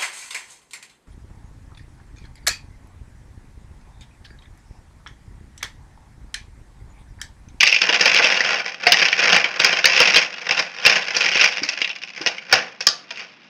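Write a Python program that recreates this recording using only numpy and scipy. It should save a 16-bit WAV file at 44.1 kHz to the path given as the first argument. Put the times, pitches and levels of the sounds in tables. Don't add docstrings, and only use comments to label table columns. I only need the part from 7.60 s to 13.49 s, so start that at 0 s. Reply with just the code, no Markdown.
import sys
import numpy as np
from scipy import signal
from scipy.fft import rfft, irfft
from scipy.io import wavfile

SR = 44100
rng = np.random.default_rng(int(sys.argv[2]) if len(sys.argv) > 2 else 0)


def dump(signal):
    limited = np.clip(np.atleast_2d(signal).T, -1, 1)
    pcm = np.round(limited * 32767).astype(np.int16)
    wavfile.write(sys.argv[1], SR, pcm)


N = 259749

# centre_hz, span_octaves, level_db, t60_s
HOLLOW_BODY_MODES = [(175.8, 0.25, -14.5, 0.053), (337, 0.65, -14.5, 0.028), (503, 0.22, -5.5, 0.057),
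                     (710.2, 0.511, -4.5, 0.19), (1095.5, 0.71, -4, 0.086), (1653, 0.48, 4.5, 0.038)]
THIN_WALL_MODES = [(2128, 0.27, -5.5, 0.036), (2519, 0.18, 0, 0.032), (3046, 0.43, -5, 0.029)]
STIFF_EDGE_MODES = [(4203, 0.41, -1, 0.022), (5026, 0.31, 6.5, 0.019), (5805, 0.38, 0.5, 0.014),
                    (8970, 0.79, -5.5, 0.027)]


def from_db(db):
    return 10 ** (np.asarray(db) / 20)


def rms_one(x):
    return x / np.sqrt(np.mean(x ** 2) + 1e-20)


def seconds(length):
    return np.arange(int(length * SR)) / SR


def add(track, s, sound):
    at = max(int(s * SR), 0)
    track[at:at + len(sound)] += sound[:N - at]


def cut(x, hz, kind, order):
    return signal.sosfilt(signal.butter(order, hz, kind, fs=SR, output="sos"), x)


RING_TIME = seconds(.11)


def air(level_db=-52):
    # frequency_hz, density_db
    air_spectrum = [(30, -21), (90, -3.5), (190, 10.5), (400, 1), (1000, -1), (2500, 3), (5300, -10),
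                    (9000, -40)]
    hz, db = np.transpose(air_spectrum)
    bins_hz = np.fft.rfftfreq(N, 1 / SR)
    colour = from_db(np.interp(np.log(bins_hz + 1), np.log(hz), db))
    noise = irfft(rfft(rng.standard_normal(N)) * colour, N)
    return from_db(level_db) * rms_one(noise)


def room(x, near_s=0.028, build_s=0.0011):
    t60_s, treble_t60_s, split_hz = 0.43, 0.26, 1480
    tail_db, echo_db = -8, -27
    t = seconds(.6)
    lows = cut(rng.standard_normal(len(t)), split_hz, "low", order=2) * from_db(-60 * t / t60_s)
    highs = cut(rng.standard_normal(len(t)), split_hz, "high", order=2) * from_db(-60 * t / treble_t60_s)
    build_up = 1 - np.exp(-(t / build_s) ** 2)
    tail = (lows + highs) * build_up
    echoes = rng.standard_normal(len(t)) * t * np.exp(-2 * t / near_s)
    response = from_db(tail_db) * tail / np.linalg.norm(tail)
    response = response + from_db(echo_db) * echoes / np.linalg.norm(echoes)
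    return signal.oaconvolve(x, response)[:N]


def knocks():
    # start_s, pitch_hz, level_db, t60_s
    knock_table = [(1.268, 715, -11, 0.15), (4.019, 300, -22.5, 0.047), (4.609, 332, -26.5, 0.068),
                   (4.926, 109, -32, 0.14), (4.93, 766, -11.5, 0.059), (5.27, 1170, -18.5, 0.1)]
    out, t = np.zeros(N), seconds(.25)
    for s, hz, db, t60 in knock_table:
        add(out, s, from_db(db - 60 * t / t60) * np.sin(2 * np.pi * hz * t))
    return out


def shell(families, tuning=1, uneven_db=-0.5, count=7):
    out = 0
    for centre_hz, span, db, t60 in families:
        place = (np.arange(count) + rng.random(count)) / count - .5
        hz = np.minimum(tuning * centre_hz * 2 ** (span * place), SR / 2)
        modes = np.sin(np.outer(np.float32(2 * np.pi * hz), np.float32(RING_TIME)))
        strengths = rng.standard_normal(count)
        ring = (strengths @ modes) * from_db(-60 * RING_TIME / t60)
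        family_db = db + uneven_db * (2 * rng.random() - 1)
        out = out + from_db(family_db) * rms_one(ring)
    out = cut(out, families[0][0] / 2, "high", order=2)
    return out / np.linalg.norm(out)


def chatter(settle_s, rebound, count=9):
    touches = np.zeros(len(RING_TIME))
    late = rng.random(count) ** 2
    at = np.minimum((late * settle_s * SR).astype(int), len(touches) - 1)
    touches[at] = rebound * rng.choice([-1, 1], count) * np.exp(-late)
    touches[0] = 1
    return touches


def clack(touches, levels_db, wall_hz):
    usual_wall_hz = 2520
    attack = int(.01 * SR)
    body = shell(HOLLOW_BODY_MODES)
    walls = shell(THIN_WALL_MODES, wall_hz / usual_wall_hz)
    edges = shell(STIFF_EDGE_MODES)
    out = 0
    for db, part in zip(levels_db, (body, walls, edges)):
        ring = signal.fftconvolve(touches, part)
        out = out + from_db(db) * ring / np.std(ring[:attack])
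    return out


def jostle(times):
    # start_s, length_s, contacts_db, rumble_db, contacts_per_s
    slide_table = [(0.0, .16, -22, -18, 227), (0.234, 0.53, -22, -4, 254), (0.462, 0.19, -20, -11, 400),
                   (0.85, 0.12, -24, -1.5, 300), (1.059, 0.044, -30, -3.5, 176),
                   (1.234, 0.017, -28, 0, 290), (1.296, 0.19, -20, -7, 316), (1.589, .19, -20, -2.5, 326),
                   (1.87, 0.27, -31.5, 1, 360), (2.016, 0.17, -23.5, -4.5, 320),
                   (2.302, 0.29, -18, -6, 322), (2.676, 0.21, -38.5, -2.5, 320),
                   (2.877, 0.14, -26, -2.5, 225), (3.18, 0.069, -31.5, -2, 303),
                   (3.268, 0.093, -21.5, -4, 450), (3.449, 0.21, -29, -4, 253),
                   (3.613, 0.26, -21.5, -8, 320), (3.94, .22, -29, -6.5, 200), (4.246, 0.3, -36.5, -11, 93),
                   (4.595, 0.13, -43, 2.5, 290), (4.935, 0.016, -21.5, 1.5, 490),
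                   (5.566, 0.04, -35.5, -5.5, 680)]
    swell_db_per_s, run_out_db_per_s = 449, 221.5
    stir_db, stir_rumble_db, stir_per_s = -46, -4, 200
    empty_s, rest_db_per_s = 4.63, 11
    contacts = from_db(stir_db - rest_db_per_s * np.maximum(times - empty_s, 0)) ** 2
    rumble = contacts * from_db(stir_rumble_db) ** 2
    rates = contacts * stir_per_s
    for s, length, db, rumble_db, per_s in slide_table:
        swell_db = swell_db_per_s * np.maximum(s - times, 0)
        run_out_db = run_out_db_per_s * np.maximum(times - s - length, 0)
        power = from_db(db - swell_db - run_out_db) ** 2
        contacts = contacts + power
        rumble = rumble + power * from_db(rumble_db) ** 2
        rates = rates + power * per_s
    return np.sqrt(contacts), np.sqrt(rumble / contacts), rates / contacts


def heap(size_db=15, wall_db=1.5, edge_db=-4.0, pitch_spread=0.131, count=40):
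    tunings = 2 ** (pitch_spread * rng.standard_normal(count))
    bodies = [shell(HOLLOW_BODY_MODES) for block in range(count)]
    clacks = []
    for tuning in tunings:
        walls = from_db(wall_db) * shell(THIN_WALL_MODES, tuning)
        clacks.append(walls + from_db(edge_db) * shell(STIFF_EDGE_MODES))
    step_s = .001
    chances = np.arange(0, N / SR, step_s)
    luck, force, late, side = rng.random((len(chances), 4)).T
    owners = rng.integers(0, count, len(chances))
    levels, rumbles, rates = jostle(chances)
    sizes = rms_one(from_db(size_db * force ** 2)) * np.sign(side - .5)
    sizes = sizes * levels * np.sqrt(SR / rates)
    out = np.zeros(N)
    for k in np.flatnonzero(luck < rates * step_s):
        block = owners[k]
        contact = clacks[block] + rumbles[k] * bodies[block]
        add(out, chances[k] + late[k] * step_s, sizes[k] * contact)
    return out


def blows(body_db=-4.0, wall_db=-9.5, edge_db=-3.5, settle_s=.008, rebound=2.1, heft_slope=.35,
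          usual_hollow_db=-12, count=3):
    # start_s, wall_level_db, body_level_db, edge_level_db, wall_pitch_hz
    blow_table = [(0.0064, -1, -23.5, -11.5, 2600), (0.031, 1.5, -17.5, -12, 2525),
                  (0.066, -6.5, -25, -15, 2137), (0.0737, -2.5, -27.5, -13, 2640),
                  (0.1259, -1, -26.5, -18, 2530), (0.1624, -4, -29, -20.5, 2690),
                  (0.2163, -5, -20.5, -12, 2660), (0.2907, -6, -16.5, -19, 2860),
                  (0.4086, -5.5, -12.5, -9, 2660), (0.4576, -5.5, -12.5, -12.5, 2360),
                  (0.5944, -8, -13, -24, 2140), (0.6421, -1.5, -15.5, -14, 2740),
                  (0.8051, -5, -21, -18, 2030), (1.2675, 0, -11.5, -10.5, 2220), (1.3203, 1, -15, -5, 2856),
                  (1.4166, -6.5, -16, -17.5, 2215), (1.5273, -3.5, -20.5, -19.5, 2320),
                  (1.7284, -3, -12, -12.5, 2810), (1.763, -1.5, -15, -14, 2280),
                  (1.8416, -4.5, -23, -22.5, 2366), (1.9993, -5.5, -17.5, -12.5, 2490),
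                  (2.045, -2.5, -14.5, -7, 2334), (2.2424, -2.5, -12.5, -16, 2870),
                  (2.2551, 0, -14, -4, 2230), (2.4017, -4, -11.5, -9.5, 2480),
                  (2.5586, -0.5, -12.5, -9.5, 3130), (2.9091, -5.5, -19.5, -15.5, 2610),
                  (2.9922, -12.5, -20, -15.5, 2310), (3.251, -2, -19.5, -14, 2550),
                  (3.2621, 1.5, -12, -6, 2810), (3.2958, -5, -19, -12, 2510),
                  (3.5647, -12, -22.5, -11.5, 2460), (3.7558, -7.5, -21, -22, 2450),
                  (3.794, -6, -24.5, -21, 2510), (3.8121, -2, -18, -14, 2730), (3.8423, -2, -19, -11, 2466),
                  (4.0334, -14, -27, -16, 2230), (4.0883, -9.5, -28.5, -15.5, 2530),
                  (4.2162, -6, -30.5, -20.5, 2786), (4.2449, -8.5, -33.5, -35, 2720),
                  (4.2996, -15, -36, -41, 2860), (4.6129, -23, -31.5, -25.5, 2660),
                  (4.6618, -8, -20.5, -15.5, 2405), (4.6712, -8, -25.5, -15, 2820),
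                  (4.781, -18.5, -41, -36.5, 2310), (4.9259, -3, -10.5, -6, 2320),
                  (4.9374, -7.5, -16.5, -14, 2750), (5.206, -17.5, -28, -20, 2570),
                  (5.2685, -6.5, -17, -2, 3120), (5.5062, -20, -30.5, -28.5, 2600)]
    hop_s, hop_db = 0.014, -10
    direct, spills = np.zeros(N), np.zeros((count, N))
    for s, wall, body, edge, wall_hz in blow_table:
        heft = from_db(np.clip(heft_slope * (body - wall - usual_hollow_db), -9, 3))
        levels_db = body + body_db, wall + wall_db, edge + edge_db
        add(direct, s, clack(chatter(settle_s * heft, rebound), levels_db, wall_hz))
        landing_s = s + hop_s * heft * rng.uniform(.7, 1.3)
        add(direct, landing_s, from_db(hop_db) * clack(np.ones(1), levels_db, wall_hz))
        for spill in spills:
            add(spill, s, heft / np.sqrt(count) * clack(np.ones(1), levels_db, wall_hz))
    return direct, spills


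def scene(heap_spill_db=-2):
    direct, spills = blows()
    rest = heap() + knocks()
    blow_reverb = sum(map(room, spills))
    rest_reverb = from_db(heap_spill_db) * room(rest)
    return (direct + rest + blow_reverb + rest_reverb + air())[None]


def record(dry, bass_hz=130, treble_hz=6400, leak_db=-21, top_hz=11000, coupling_hz=70):
    cutoff_hz = 15900
    heard = cut(dry, bass_hz, "high", order=2)
    shelf = from_db(leak_db) * cut(heard, top_hz, "low", order=4)
    heard = cut(heard, treble_hz, "low", order=9) + shelf
    clipped = cut(np.clip(heard, -1, 1), coupling_hz, "high", order=1)
    return signal.sosfilt(signal.ellip(10, .1, 70, cutoff_hz, fs=SR, output="sos"), clipped)


dry = scene()
out = record(dry)
dump(out)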